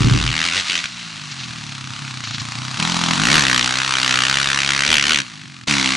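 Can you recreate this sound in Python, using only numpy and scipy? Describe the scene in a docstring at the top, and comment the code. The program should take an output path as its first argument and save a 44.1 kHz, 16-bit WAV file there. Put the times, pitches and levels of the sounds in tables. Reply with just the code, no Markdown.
"""Dirt bike on the track

A four-stroke single idles under a shed; the boom fades as the bike comes on under throttle. It coasts
past with its chain slapping, opens up out of a turn, shuts off, then is suddenly close and pulling again.
Every firing is a thump in the exhaust pipe, a sharp bark of gas and a snarl from the tailpipe;
intake, chain and valve gear rush in between."""
import sys
import numpy as np
from scipy import signal
from scipy.fft import rfft, irfft, next_fast_len
from scipy.io import wavfile
from scipy.ndimage import uniform_filter1d

SR = 44100
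rng = np.random.default_rng(int(sys.argv[2]) if len(sys.argv) > 2 else 0)


def pcm_store(signal):
    """Save signal as 16-bit PCM."""
    levels = np.round(np.clip(np.atleast_2d(signal), -1, 1) * 32767)
    wavfile.write(sys.argv[1], SR, levels.astype(np.int16).T)


N = 262836
TIME = np.arange(N) / SR

# Twists of the throttle. Each row: opening and shutting time in seconds, lift of the pipe's boom in Hz.
THROTTLE_TWISTS = [(-.05, 0.621, 43), (0.691, 0.807, 48), (2.788, 5.221, 46), (5.67, 6.1, 25)]
OPEN_S, SHUT_S = 0.0077, 0.035
COAST_FIRING_HZ = 50  # reference speed for coasting levels and pitch


def from_db(db):
    """Decibels to gain."""
    return 10 ** (np.asarray(db) / 20)


def in_time(rows):
    """The columns of a curve at every sample."""
    s, *columns = np.transpose(rows)
    return [np.interp(TIME, s, c) for c in columns]


def in_frequency(rows):
    """The columns of a spectrum at every bin of a transform padded to twice the length."""
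    hz, *columns = np.transpose(rows)
    bins = np.fft.rfftfreq(next_fast_len(2 * N), 1 / SR)
    return [np.interp(np.log(bins + 1), np.log(hz + 1), c) for c in columns]


def filtered(x, response):
    """Apply a frequency response."""
    size = next_fast_len(2 * N)
    return irfft(rfft(x, size) * response, size)[..., :N]


def coloured(x, spectrum):
    """Give white sound a spectrum and keep its power."""
    gain = from_db(in_frequency(spectrum)[0])
    return filtered(x, gain / np.sqrt(np.mean(gain ** 2)))


def resonance(x, hz, width_hz):
    """Two-pole band-pass, gain 1 at the peak."""
    r = np.exp(-np.pi * width_hz / SR)
    feedback = [1, -2 * r * np.cos(2 * np.pi * hz / SR), r * r]
    return signal.lfilter(np.array([1, 0, -1]) * (1 - r * r) / 2, feedback, x + 1e-18)


def high_passed(x, edge_hz):
    """Roll off the lows below the edge."""
    return signal.sosfilt(signal.butter(4, edge_hz, "high", fs=SR, output="sos"), x)


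def evened(x, size=3000):
    """Hold the short-term rms at 1."""
    power = uniform_filter1d(uniform_filter1d(x * x, size), size)
    return x / np.sqrt(np.maximum(power, 0) + 1e-14)


def shed_idle(firing_hz, level_db, top_hz, wash_db, wash_s, jitter_s=0.0029, count=10):
    """Slow firings boom on between slab and roof, each trailing a wash of reflections."""
    # Pipe and shed booming together. Each row: pitch in Hz, width in Hz, gain in dB.
    shed_modes = [(54.7, 7.8, -7), (109, 15, -8), (124.4, 15, 6), (159, 13, -30), (240, 25, -9.5)]
    starts = 0.005 + np.arange(count) / firing_hz + jitter_s * rng.standard_normal(count)
    fade = np.interp(starts, [0.065, 0.33], [1, 0])
    pulses = np.zeros(N)
    pulses[(np.abs(starts) * SR).astype(int)] = from_db(level_db) * fade
    wash = signal.lfilter([1], [1, -np.exp(-1 / (wash_s * SR))], pulses + 1e-18)
    pulses = pulses + from_db(wash_db) * wash * rng.standard_normal(N)
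    boom = sum(from_db(db) * resonance(pulses, hz, width) * SR / (2 * np.pi * width)
               for hz, width, db in shed_modes)
    return signal.sosfilt(signal.butter(4, top_hz, fs=SR, output="sos"), boom)


def throttle():
    """0 shut, 1 open: it snaps open and closes a little slower."""
    return sum(np.clip(np.minimum((TIME - opens) / OPEN_S, (shuts - TIME) / SHUT_S) + .5, 0, 1)
               for opens, shuts, _ in THROTTLE_TWISTS)


def by_throttle(shut, wide_open):
    """Blend a quantity between coasting and pulling."""
    return shut + throttle() * (wide_open - shut)


def wheelspin():
    """The rear wheel breaks loose and the engine flares."""
    # Each row: centre in seconds, extra firings per second, width in seconds.
    flares = [(0.456, 8.0, 0.015), (0.578, 16.7, 0.028), (0.685, 11.4, 0.031), (3.343, 11.3, 0.043),
              (4.913, 10.8, 0.033), (5.111, 10.0, 0.033)]
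    return sum(extra * np.exp(-.5 * ((TIME - s) / width) ** 2) for s, extra, width in flares)


def firing_rate():
    """Firings per second, wheelspin included."""
    # Engine speed while the tyre grips. Each row: time in seconds, firings per second.
    revs = [(0.0, 76.04), (0.812, 83.97), (0.904, 61.38), (1.459, 41.06), (1.888, 30.91), (1.956, 36.18),
            (2.328, 27.13), (2.739, 32.97), (2.885, 43.77), (3.115, 41.06), (3.359, 68.52), (3.61, 60.33),
            (3.854, 66.6), (4.178, 62.18), (4.351, 68.75), (5.179, 69.15), (5.345, 51.56), (5.675, 40.08),
            (5.677, 74.0), (5.83, 63.9), (5.96, 66.2)]
    return in_time(revs)[0] + wheelspin()


def engine_cycles():
    """Running count of four-stroke cycles."""
    # The bike's two entrances. Each row: time in seconds, starting point in the cycle from 0 to 1.
    entrances = [(0, .6), (5.675, .5)]
    cycles = np.cumsum(firing_rate()) / SR
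    for s, phase in entrances:
        first = round(s * SR)
        cycles[first:] += phase - cycles[first] % 1
    return cycles


def firings(cycles, jitter_s):
    """Samples at which the cylinder fires, once every cycle."""
    at = np.flatnonzero(np.diff(np.floor(cycles)) > 0)
    return np.clip(at + (jitter_s * SR * rng.standard_normal(len(at))).astype(int), 0, N - 1)


def per_firing(cycles):
    """A new random value every cycle, joined by straight lines."""
    values = rng.standard_normal(int(cycles.max()) + 2)
    return np.interp(cycles, np.arange(len(values)), values)


def position():
    """Doublings of the distance from 10 m, and how far the tailpipe faces the microphone."""
    # Each row: time in seconds, distance in metres, tailpipe facing us from 0 to 1.
    path = [(0, 10, 0.6), (.8, 22.2, 0.03), (1.5, 10.06, 0.15), (2.7, 5.2, 0), (3.2, 4.9, 0),
            (4.1, 10.5, 1), (4.8, 11, 0.9), (5.67, 18, 1), (5.68, 7.5, 0.1)]
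    metres, behind = in_time(path)
    return np.log2(np.maximum(metres, 1) / 10), np.clip(behind, 0, 1)


def layer_level(layer, pulling_db, fall_db=5):
    """Level in dB: set by effort under throttle, by speed and distance when coasting."""
    # Each layer: level in dB, dB per doubling of speed, dB added when heard from behind.
    coasting = {"bark": (-31.5, -4, -2.1), "rush": (-28.5, 9.2, -9.5), "boom": (-36.5, -1, -2.6),
                "drone": (-44.5, 0.31, .5)}
    db, speed_db, behind_db = coasting[layer]
    far, behind = position()
    speed = np.log2(firing_rate() / COAST_FIRING_HZ)
    return by_throttle(db + speed_db * speed - fall_db * far + behind_db * behind, pulling_db)


def boom_pitch(rate, pulling_hz=127.6, coasting_hz=142, settle_s=0.72):
    """The pipe's boom jumps with each gush of hot gas and settles; coasting, it sinks with the speed."""
    lift = np.zeros(N)
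    for opens, _, rise_hz in THROTTLE_TWISTS:
        settling = np.exp(-np.abs((TIME - opens) / settle_s) ** 3)
        lift = np.where(TIME > opens - OPEN_S, rise_hz * settling, lift)
    return by_throttle(coasting_hz * (rate / COAST_FIRING_HZ) ** 0.23, pulling_hz + lift)


def thump(cycles, lead_s, drone_hz, drone_q, bottom_hz, top_hz, smear_hz, burble_s=0.00064, count=12):
    """The harmonics of the gas pulses sweep through the pipe's two resonances, boom and drone."""
    # Exhaust note with the throttle open. Each row: time in seconds, boom in dB, drone in dB.
    exhaust_levels = [(0.36, -34.5, -37.5), (0.8, -42.5, -46), (2.8, -25.5, -35.5), (3.29, -24.5, -25),
                      (3.65, -35.5, -33.5), (3.9, -37.5, -43), (4.06, -38, -34), (4.37, -33.5, -40.5),
                      (5.15, -38, -35.5), (5.68, -30, -24), (5.96, -37.5, -29)]
    rate = firing_rate()
    burble = 1 - throttle()  # coasting, timing and pitch turn uneven
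    turn = np.exp(2j * np.pi * (cycles + (lead_s + burble_s * burble * per_firing(cycles)) * rate))
    boom_hz = boom_pitch(rate) * (1 + 0.054 * burble * per_firing(cycles))
    boom_q = by_throttle(10.5, 5.2)  # it rings longer when little gas flows
    puff_db = by_throttle(-29, -12)
    boom, drone, wave = 0, 0, 1
    for k in range(1, count + 1):
        hz, wave = k * rate, wave * turn
        # the open end radiates little bass, the silencer swallows the upper harmonics
        partial = wave / np.sqrt((1 + (bottom_hz / hz) ** 8) * (1 + (hz / (top_hz + rate / 2)) ** 20))
        boom += (partial / (1 + 1j * boom_q * (hz / boom_hz - boom_hz / hz))).real
        if k == 1:
            # the firing rate itself puffs straight out of the pipe
            boom += from_db(puff_db) * (1j * partial).real
        # the silencer's chambers delay each overtone differently, smearing the pulse into a hum
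        smeared = partial * np.exp(-1j * ((hz - drone_hz) / smear_hz) ** 2)
        drone += (smeared / (1 + 1j * drone_q * (hz / drone_hz - drone_hz / hz)) ** 2).real
    boom_db, drone_db = in_time(exhaust_levels)
    boom = from_db(layer_level("boom", boom_db)) * evened(boom)
    drone = from_db(layer_level("drone", drone_db)) * evened(drone)
    return boom - drone


def snarl(at, peaks, pitch_hz, width_hz, size=300):
    """The steep pressure front of each firing rings a tailpipe resonance that moves with the throttle."""
    age, out = np.arange(size) / SR, np.zeros(N + size)
    for i, gain, hz in zip(at, peaks, pitch_hz[at]):
        out[i:i + size] += gain * np.sin(2 * np.pi * hz * age) * np.exp(-np.pi * width_hz * age)
    return out[:N]


def bark(at, gains, memory, rise_s, hold_s, decay_s, tail_db, tail_s, size=900):
    """The opening valve lets out a burst of turbulence; each burst partly resembles the one before."""
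    # Each row: frequency in Hz, relative level in dB.
    gas_spectrum = [(250, -55), (420, -17), (944, -11.5), (1520, -2.5), (1700, -4), (3050, -1.5),
                    (4700, -5), (5330, -8.5), (5790, -5.5), (6940, -10.5), (9840, -20), (11200, -37.5),
                    (11800, -139.5), (15300, -59), (22000, -120)]
    age = np.arange(size) / SR
    body = np.exp(-np.maximum(age - hold_s, 0) / decay_s)
    tail = from_db(tail_db) * np.exp(-age / tail_s)
    shape = (1 - np.exp(-age / rise_s)) * (body + tail)
    shape /= np.sqrt(np.sum(shape ** 2) / (.005 * SR))  # the energy of 5 ms at gain 1
    out, burst = np.zeros(N + size), rng.standard_normal(size)
    for i, gain, fresh in zip(at, gains, rng.standard_normal((len(at), size))):
        burst = memory * burst + np.sqrt(1 - memory ** 2) * fresh
        out[i:i + size] += gain * shape * burst
    return coloured(out[:N], gas_spectrum)


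def rush(level_db, grain_db, size=130):
    """Intake, valve gear and tyres: a finely rattling hiss."""
    # Each row: frequency in Hz, relative level in dB.
    hiss_spectrum = [(290, -40), (500, -11), (642, -1), (1220, 1.5), (1810, -1), (2140, 1), (2350, 0),
                     (2720, 0), (3020, -1), (3970, 1.5), (5170, -2.5), (6890, -4.5), (8960, -11.5),
                     (10600, -19), (11500, -137), (15000, -79), (22000, -120)]
    grain = uniform_filter1d(rng.standard_normal(N), size) * np.sqrt(size)
    return coloured(rng.standard_normal(N) * from_db(level_db + grain_db * grain), hiss_spectrum)


def case_ring(clatter):
    """Engine cases and sprockets ring with the clatter."""
    # Each row: pitch in Hz, width in Hz, gain in dB.
    case_modes = [(1155, 68, -5), (2700, 360, -10), (4220, 1100, -11), (5800, 700, -11)]
    return sum(from_db(db) * resonance(clatter, hz, width) for hz, width, db in case_modes)


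def jet_rumble(bark_db, spin):
    """The jet from the tailpipe flutters more the harder the engine works."""
    # Each row: frequency in Hz, relative level in dB.
    jet_spectrum = [(20, -2), (55, -2), (150, 3.5), (380, 1), (560, 0.5), (900, -5.5), (3000, -68)]
    level_db = 1.78 * bark_db + by_throttle(-27, -16) + .35 * spin
    return from_db(level_db) * coloured(rng.standard_normal(N), jet_spectrum)


def with_pops(at, blast):
    """Two stray firings join the train after the throttle shuts."""
    # Each row: time in seconds, strength in dB.
    pops = [(0.84, -19), (.856, -20)]
    pop_s, pop_db = np.transpose(pops)
    return np.append(at, (pop_s * SR).astype(int)), np.append(blast, from_db(pop_db))


def chain_slap():
    """On the overrun the slack chain rattles briefly along the swing arm."""
    # Each row: centre in seconds, level in dB, width in seconds.
    slaps = [(1.32, -28.5, 0.0075), (1.4, -30.5, 0.012), (1.44, -29, 0.0072), (2.247, -27.5, 0.0097),
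             (2.287, -30.5, 0.016), (2.347, -27.5, 0.016), (2.403, -24.5, 0.0058)]
    # Each row: frequency in Hz, relative level in dB.
    rattle_spectrum = [(700, -22), (1500, 9.5), (4000, 17.5), (7000, 9), (11000, -38)]
    swell = sum(from_db(db) * np.exp(-.5 * ((TIME - s) / width) ** 2) for s, db, width in slaps)
    return coloured(rng.standard_normal(N) * swell, rattle_spectrum)


def passing_tone(x):
    """Growl, silencer ring, rasp and fizz swell and sink with distance and as the bike turns its tail."""
    # Each row: centre in Hz, width in Hz, gain in dB, dB per doubling of distance, dB added from behind.
    tone_bands = [(794, 760, -2.36, -4, 1.3), (1520, 1440, -.5, 0.35, 2.5), (2660, 1100, 0.35, 1.2, -0.5),
                  (6600, 40000, -3.5, -1, 2.7)]
    far, behind = position()
    for hz, width, db, far_db, behind_db in tone_bands:
        x = x + (from_db(db + far_db * far + behind_db * behind) - 1) * resonance(x, hz, width)
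    return x


def level_dip(start_s, end_s, depth_db):
    """The level dips briefly before the last pull."""
    gate = 1. * ((TIME > start_s) & (TIME < end_s))
    return from_db(-depth_db * uniform_filter1d(gate, size=200))


def microphone(mid, direct_db, scatter_db, scatter_s, scatter_hz, size=4000):
    """Two close ports differ most in the low mids; sound scattered off the ground hits them unevenly."""
    # Each row: frequency in Hz, side gain in dB, side phase in radians.
    ports = [(60, -8, -1.65), (132, -3.5, -1.77), (249, -2.5, -1.4), (400, 3, -0.31), (524, 4.5, -1.2),
             (850, -6, -0.24), (1310, -7, 0.99), (1890, -10, 0.3), (4100, -22.5, -0.2), (10000, -35, -5)]
    side_db, phase = in_frequency(ports)
    echoes = rng.standard_normal(size) * np.exp(-np.arange(size) / (scatter_s * SR))
    scattered = signal.fftconvolve(mid, echoes / np.sqrt(np.sum(echoes ** 2)))[:N]
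    scattered = high_passed(scattered, scatter_hz)  # long waves are not scattered
    arriving = from_db(direct_db) * mid + from_db(scatter_db) * scattered
    side = filtered(arriving, from_db(side_db) * np.exp(1j * phase))
    return np.array([mid + side, mid - side])


def scene():
    """One train of firings drives thump, snarl and bark; rush and rumble follow throttle and wheelspin."""
    # Effort with the throttle open. Each row: time in seconds, bark in dB, rush in dB, snarl in Hz.
    effort = [(0, -20, -28.5, 1230), (.33, -18.5, -31, 1230), (.44, -16.5, -28, 1740), (.6, -19, -29, 2540),
              (.8, -17, -26.5, 2940), (2.8, -15.5, -24.5, 1060), (3.15, -16, -22, 980),
              (3.3, -11, -23, 1640), (3.55, -12, -25.5, 1590), (3.86, -17, -27.5, 1340),
              (4.05, -13, -26, 1420), (4.8, -14.5, -29.5, 1700), (4.86, -12, -33, 2450),
              (5.06, -13, -32.5, 2840), (5.2, -15.5, -37, 2430), (5.68, -13.5, -19.5, 2220),
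              (5.96, -15.5, -24.5, 2300)]
    bark_db, rush_db, snarl_hz = in_time(effort)
    spin = wheelspin()
    bark_db = layer_level("bark", bark_db) + 0.2141 * spin
    rush_db = layer_level("rush", rush_db) + 0.47 * spin
    snarl_hz = by_throttle(1320, snarl_hz) + 61 * spin
    cycles = engine_cycles()
    at = firings(cycles, jitter_s=.00006)
    burn = rng.standard_normal(len(at))  # combustion varies from cycle to cycle
    low = thump(cycles, lead_s=0.0022, drone_hz=246.8, drone_q=1.9,
                bottom_hz=64.5, top_hz=295, smear_hz=48)
    low *= from_db(1.35 * np.interp(np.arange(N), at, burn))
    blast = from_db(bark_db[at] + by_throttle(-0.5, 1.1)[at] * burn)
    at, blast = with_pops(at, blast)
    crack = snarl(at, blast * from_db(6.5), snarl_hz, width_hz=367)
    crack += bark(at, blast * from_db(-0.5), memory=0.49, rise_s=0.0011, hold_s=0.00067,
                  decay_s=0.0015, tail_db=-11, tail_s=0.0051)
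    clatter = rush(rush_db - 1.6, grain_db=1.92) + chain_slap()
    clatter += case_ring(clatter)
    # small openings and parts radiate no low mids
    high = passing_tone(high_passed(crack, edge_hz=700) + high_passed(clatter, edge_hz=765))
    rumble = jet_rumble(bark_db, spin)
    idle = shed_idle(firing_hz=29.2, level_db=-14.5, top_hz=356, wash_db=-29.5, wash_s=0.027)
    mix = (low + high + rumble + idle) * level_dip(start_s=5.645, end_s=5.672, depth_db=12)
    return microphone(mix, direct_db=-7.0, scatter_db=1.0, scatter_s=0.024, scatter_hz=290)


def record(dry):
    """The loudest barks are flattened and the top is cut."""
    ceiling, cutoff_hz = 0.7, 11700
    limited = dry / (1 + (dry / ceiling) ** 6) ** (1 / 6)
    return signal.sosfilt(signal.ellip(10, .2, 80, cutoff_hz, fs=SR, output="sos"), limited)


dry = scene()
out = record(dry)
pcm_store(out)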